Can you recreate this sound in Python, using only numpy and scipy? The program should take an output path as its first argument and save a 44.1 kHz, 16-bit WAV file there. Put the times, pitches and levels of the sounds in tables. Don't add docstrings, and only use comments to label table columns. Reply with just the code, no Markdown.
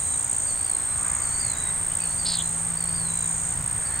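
import sys
import numpy as np
from scipy import signal
from scipy.fft import rfft, irfft
from scipy.io import wavfile
from scipy.ndimage import uniform_filter1d

SR = 44100
rng = np.random.default_rng(int(sys.argv[2]) if len(sys.argv) > 2 else 0)


def wav_record(signal):
    frames = np.transpose(np.atleast_2d(signal))
    bounded = np.clip(frames, -1, 1)
    quanta = np.round(bounded * 32767).astype(np.int16)
    wavfile.write(sys.argv[1], SR, quanta)


N = 176400


def from_db(db):
    return 10 ** (np.asarray(db) / 20)


def unit_rms(x):
    return x / np.sqrt(np.mean(x ** 2) + 1e-20)


def clock():
    return np.arange(N) / SR


def bins():
    return np.arange(N // 2 + 1) * SR / N


def along(rows, at):
    key, *columns = np.transpose(rows)
    return [np.interp(at, key, column) for column in columns]


def drift(corner_hz):
    return unit_rms(irfft(rfft(rng.standard_normal(N)) / (1 + (bins() / corner_hz) ** 2), N))


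def phase_of(hz):
    return 2 * np.pi * np.cumsum(hz * np.ones(N)) / SR


def pulse_train(cycles):
    index = np.floor(cycles).astype(int)
    return cycles - index, rng.standard_normal((2048, 3))[index % 2048].T


def noise(spectrum, coherence):
    hz, db = np.transpose(spectrum)
    f = np.maximum(bins(), 1)
    gain = from_db(np.interp(np.log(f), np.log(hz), db)) * f / (f + 10)
    mid, side = rfft(rng.standard_normal((2, N))) * gain
    coherence = np.clip(coherence, 0, .999)
    signs = np.array([[1], [-1]])
    pair = np.sqrt(1 + coherence) * mid + np.sqrt(1 - coherence) * side * signs
    lead_rad = np.interp(f, [0, 600, 2400, 6000], [0, .58, .58, 0])
    return unit_rms(irfft(pair * np.exp(.5j * lead_rad * signs), N))


def outdoors(x, echo_db, pan_db, lead_s=0.0, t60_s=.21):
    t = clock()[:SR // 2]
    tails = rng.standard_normal((2, len(t))) * from_db(-60 * t / t60_s) * (t > .004)
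    tails /= np.sqrt(np.sum(tails ** 2, axis=1, keepdims=True))
    left = irfft(rfft(x) * np.exp(2j * np.pi * lead_s * bins()), N)
    direct = np.array([left * from_db(pan_db / 2), x * from_db(-pan_db / 2)])
    return direct + from_db(echo_db) * signal.fftconvolve(x[None], tails, axes=1)[:, :N]


# first stroke t/s, stroke rate/Hz
WING_TIMING = [(-.0020, 57.376), (.0100, 59.774)]
# level/dB, stroke duration/s, shift in f/Hz, left minus right level/dB
CRICKET_VOICES = [(-19, .0104, 0, -1.9), (-22, .0104, 25, -0.5)]
# fraction of stroke, f/Hz
STROKE_CONTOUR = [(0, 8330), (.25, 8460), (.44, 8600), (.58, 8570), (.73, 8390), (.86, 8080), (1, 7600)]
# fraction of stroke, relative level/dB
STROKE_ENVELOPE = [(0, -26), (.08, -4), (.3, -1), (.74, -3), (.87, -10), (1, -17)]


def crickets(fade_db_per_s=.55, roughness=.054):
    t, out = clock(), 0
    for (first, rate), (db, length, shift, pan) in zip(WING_TIMING, CRICKET_VOICES):
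        fraction, (detune, force, offset) = pulse_train((t - first) * rate)
        progress = fraction / rate / length
        hz = along(STROKE_CONTOUR, progress)[0] + shift + 22.59 * detune
        level = db + along(STROKE_ENVELOPE, progress)[0] + .15 * force - fade_db_per_s * t
        envelope = uniform_filter1d(from_db(level) * (progress > .02) * (progress < 1), size=16)
        phase = phase_of(hz) + np.pi * offset + roughness * drift(900)
        tone = np.sin(phase) * (1 + roughness * drift(680))
        out += outdoors(envelope * tone, echo_db=-28, pan_db=pan, lead_s=5e-6)
    return out


# end t/s, time for the last 2.5 dB of rise/s, final level/dB
TRILL_BOUTS = [(.54, .75, -37), (1.62, 0.55, -37), (2.61, 0.55, -40), (3.54, 0.38, -36)]
# stroke rate/Hz, relative level/dB, stroke duration/s, start f/Hz, end f/Hz
TRILL_VOICES = [(57.24, 1.5, 0.01, 7500, 6300), (53.05, 3.5, .011, 7600, 6200)]


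def low_trills():
    t, swell, trills = clock(), 0, 0
    for end, rise, db in TRILL_BOUTS:
        level = db - 2.5 * np.clip((end - t) / rise, 0, 2) ** 3
        swell += from_db(level) * (t > end - 1.2 * rise) * (t < end)
    for rate, db, length, start_hz, end_hz in TRILL_VOICES:
        fraction, (detune, force, offset) = pulse_train(phase_of(rate + .37 * drift(1)) / (2 * np.pi))
        progress = np.minimum(fraction / rate / length, 1)
        hz = start_hz + (end_hz - start_hz) * progress ** 1.4 + 70 * detune
        envelope = from_db(db + 2.2 * force) * np.abs(np.sin(np.pi * progress)) ** .61
        trills += envelope * np.sin(phase_of(hz) + np.pi * offset)
    return outdoors(trills * uniform_filter1d(swell, size=400), echo_db=-4.5, pan_db=.3)


# t/s from its onset, f/Hz, relative level/dB
WHISTLE_CONTOUR = [(0, 4365, -13), (.012, 4720, 3.5), (.025, 4740, 1), (.055, 4330, -6), (.085, 4354, -9),
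                   (.125, 4530, -1), (.172, 4492, -4.5), (.192, 4916, 4.5), (.215, 4483, 1.5),
                   (.235, 4500, 2.5), (.26, 4276, -3.5), (.29, 4140, 0.5), (.315, 4074, -6),
                   (.345, 3854, -5.5), (.39, 4030, -5.5), (.44, 3937, -5), (.49, 3830, -2)]
# onset t/s, level/dB, shift in f/Hz, further shift of the ending/Hz, gain of the opening/dB
WHISTLE_REPEATS = [(-.33, -47.5, -2, 7, 0), (0.461, -49.5, -21, 209, 5.5), (1.214, -41.5, 9, -62.5, -7),
                   (2.003, -45, -64.5, 222, -0.5), (2.767, -44.5, 2.5, 8.5, 1.5), (3.85, -48, -50, 0, 0)]


def bird_whistles():
    out = 0
    for onset, db, shift, ending_shift, opening_db in WHISTLE_REPEATS:
        t = clock() - onset
        hz, level = along(WHISTLE_CONTOUR, t)
        hz += shift + ending_shift * np.clip((t - .28) / .069, 0, 1) + 26 * drift(34.5)
        level += db + opening_db * np.clip((.14 - t) / .069, 0, 1) + 1.7 * drift(23)
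        gate = uniform_filter1d(1. * (t > 0) * (t < WHISTLE_CONTOUR[-1][0]), size=300)
        out += gate * from_db(level) * np.sin(phase_of(uniform_filter1d(hz, size=300)))
    return outdoors(out, echo_db=-4, pan_db=-9.2, t60_s=.45)


# t/s, rms level/dB
SECOND_HARMONIC = [(0, -62), (.6, -55.5), (1.7, -49.5), (2.4, -41), (3.0, -38.5), (3.6, -43), (3.82, -49.5),
                   (4, -68)]


def engine(fundamental_hz=84.2, sag_hz_per_s=.36):
    t = clock()
    phase = phase_of(fundamental_hz - sag_hz_per_s * t + .17 * drift(2.2))
    levels = [-53 + 3 * drift(8.9),
              along(SECOND_HARMONIC, t)[0] + .34 * drift(5.7),
              -57.5 + 1.17 * drift(9.9)]
    return np.sqrt(2) * sum(from_db(db) * np.sin(order * phase) for order, db in enumerate(levels, 1))


# f/Hz, relative spectral density level/dB
AIR_SPECTRUM = [(100, -5), (250, 1), (400, 0), (800, 4), (1200, 2.5), (2000, -1), (2700, -7.5), (4000, -8),
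                (5500, -11.5), (10000, -25), (13000, -16), (16000, -15)]


def open_air():
    coherence = np.interp(bins(), [4000, 11000], [.35, 1])
    return from_db(-40.5) * noise(AIR_SPECTRUM, coherence)


# f/Hz, relative spectral density level/dB
RUMBLE_SPECTRUM = [(15, -1), (30, -2), (50, 0.5), (80, 1.5), (125, 0), (160, -7), (200, -14.5), (300, -21),
                   (600, -42), (3000, -100)]
# t/s, level/dB
RUMBLE_ENVELOPE = [(0, -42.5), (.85, -42.5), (1.03, -40), (1.2, -41.5), (2.4, -41.5), (3.45, -39.5),
                   (3.61, -36.5), (3.75, -39), (4, -42.5)]


def rumble(gust_db=1.6):
    level = along(RUMBLE_ENVELOPE, clock())[0] + gust_db * drift(7)
    return from_db(level) * noise(RUMBLE_SPECTRUM, coherence=.97)


# f/Hz, relative spectral density level/dB
CHORUS_SPECTRUM = [(5600, -32.5), (6300, -11), (7000, -1.5), (7600, -6.5), (8300, -3.5), (8800, 2),
                   (9300, -11.5), (10000, -32), (11000, -28)]


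def insect_chorus():
    return from_db(-39) * noise(CHORUS_SPECTRUM, coherence=.82)


# f/Hz, relative spectral density level/dB
RUSH_SPECTRUM = [(400, -33), (800, 0.5), (1200, -3.5), (1700, 0), (2100, -3.5), (2700, -14), (4000, -46)]
# t/s, level/dB
RUSH_ENVELOPE = [(0, -68), (.85, -48.5), (1.08, -45), (1.35, -46), (1.65, -45), (2.0, -51), (3.4, -50.5),
                 (3.7, -47), (4, -43.5)]


def distant_rush():
    return from_db(along(RUSH_ENVELOPE, clock())[0]) * noise(RUSH_SPECTRUM, coherence=1)


# onset t/s, duration/s, centre f/Hz, bandwidth/Hz, level/dB
ANIMAL_CALLS = [(0.91, 0.44, 1185, 300, -45), (1.031, .05, 1560, 90, -44), (1.02, 0.29, 2100, 450, -49.5),
                (1.337, 0.33, 2120, 400, -50.5), (1.58, 0.23, 1995, 130, -49.5),
                (1.905, 0.032, 3000, 700, -50), (1.987, 0.08, 2860, 130, -52),
                (1.996, 0.053, 2540, 100, -46), (3.79, 0.31, 1710, 170, -49)]


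def far_animals():
    t, out = clock(), 0
    for onset, length, hz, width_hz, db in ANIMAL_CALLS:
        envelope = np.sin(np.pi * np.clip((t - onset) / length, 0, 1) ** .67)
        phase = 2 * np.pi * hz * t
        band = drift(width_hz / 2) * np.sin(phase) + drift(width_hz / 2) * np.cos(phase)
        out += from_db(db) * envelope * band
    return outdoors(out, echo_db=0, pan_db=-2, lead_s=7e-5)


# t/s, starting f/Hz of each chirp, level/dB, duty cycle, pulse rate/Hz
RASP_COURSE = [(2.247, 3700, -42, .4, 240), (2.255, 4400, -24, 0.49, 240), (2.267, 4780, -17.5, 0.48, 235),
               (2.298, 4680, -19, 0.43, 237), (2.325, 4430, -21, .44, 228), (2.340, 4570, -19.5, 0.44, 250),
               (2.365, 4200, -24.5, 0.41, 228), (2.381, 3650, -26.5, 0.42, 238),
               (2.400, 3480, -25, 0.51, 270), (2.413, 3430, -23.5, 0.72, 280),
               (2.425, 3400, -42, 0.84, 280)]


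def bird_rasp(early_sweep_hz=2700, late_sweep_hz=700):
    t = clock()
    start_hz, db, duty, rate = along(RASP_COURSE, t)
    fraction, (detune, force, offset) = pulse_train(phase_of(rate + 3 * drift(20)) / (2 * np.pi))
    progress = np.minimum(fraction / duty, 1)
    sweep_hz = np.interp(t, [RASP_COURSE[5][0], RASP_COURSE[-2][0]], [early_sweep_hz, late_sweep_hz])
    phase = phase_of(start_hz - sweep_hz * progress ** 5 + 50 * detune)
    chirp_starts = np.diff(fraction, prepend=1) < 0
    phase = phase - np.maximum.accumulate(phase * chirp_starts) + .55 * offset
    tone = np.sin(phase) + from_db(-13) * np.sin(2 * phase)
    envelope = from_db(db + 1.8 * force) * np.abs(np.sin(np.pi * progress)) ** 1.2
    gate = (t > RASP_COURSE[0][0]) * (t < RASP_COURSE[-1][0])
    return outdoors(gate * envelope * tone, echo_db=-12, pan_db=.1, lead_s=1.6e-5)


def scene():
    return (crickets() + low_trills() + bird_whistles() + engine() + open_air() + rumble()
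            + insect_chorus() + distant_rush() + far_animals() + bird_rasp())


def record(dry):
    return signal.sosfiltfilt(signal.ellip(10, .05, 70, 15700, fs=SR, output="sos"), dry)


dry = scene()
out = record(dry)
wav_record(out)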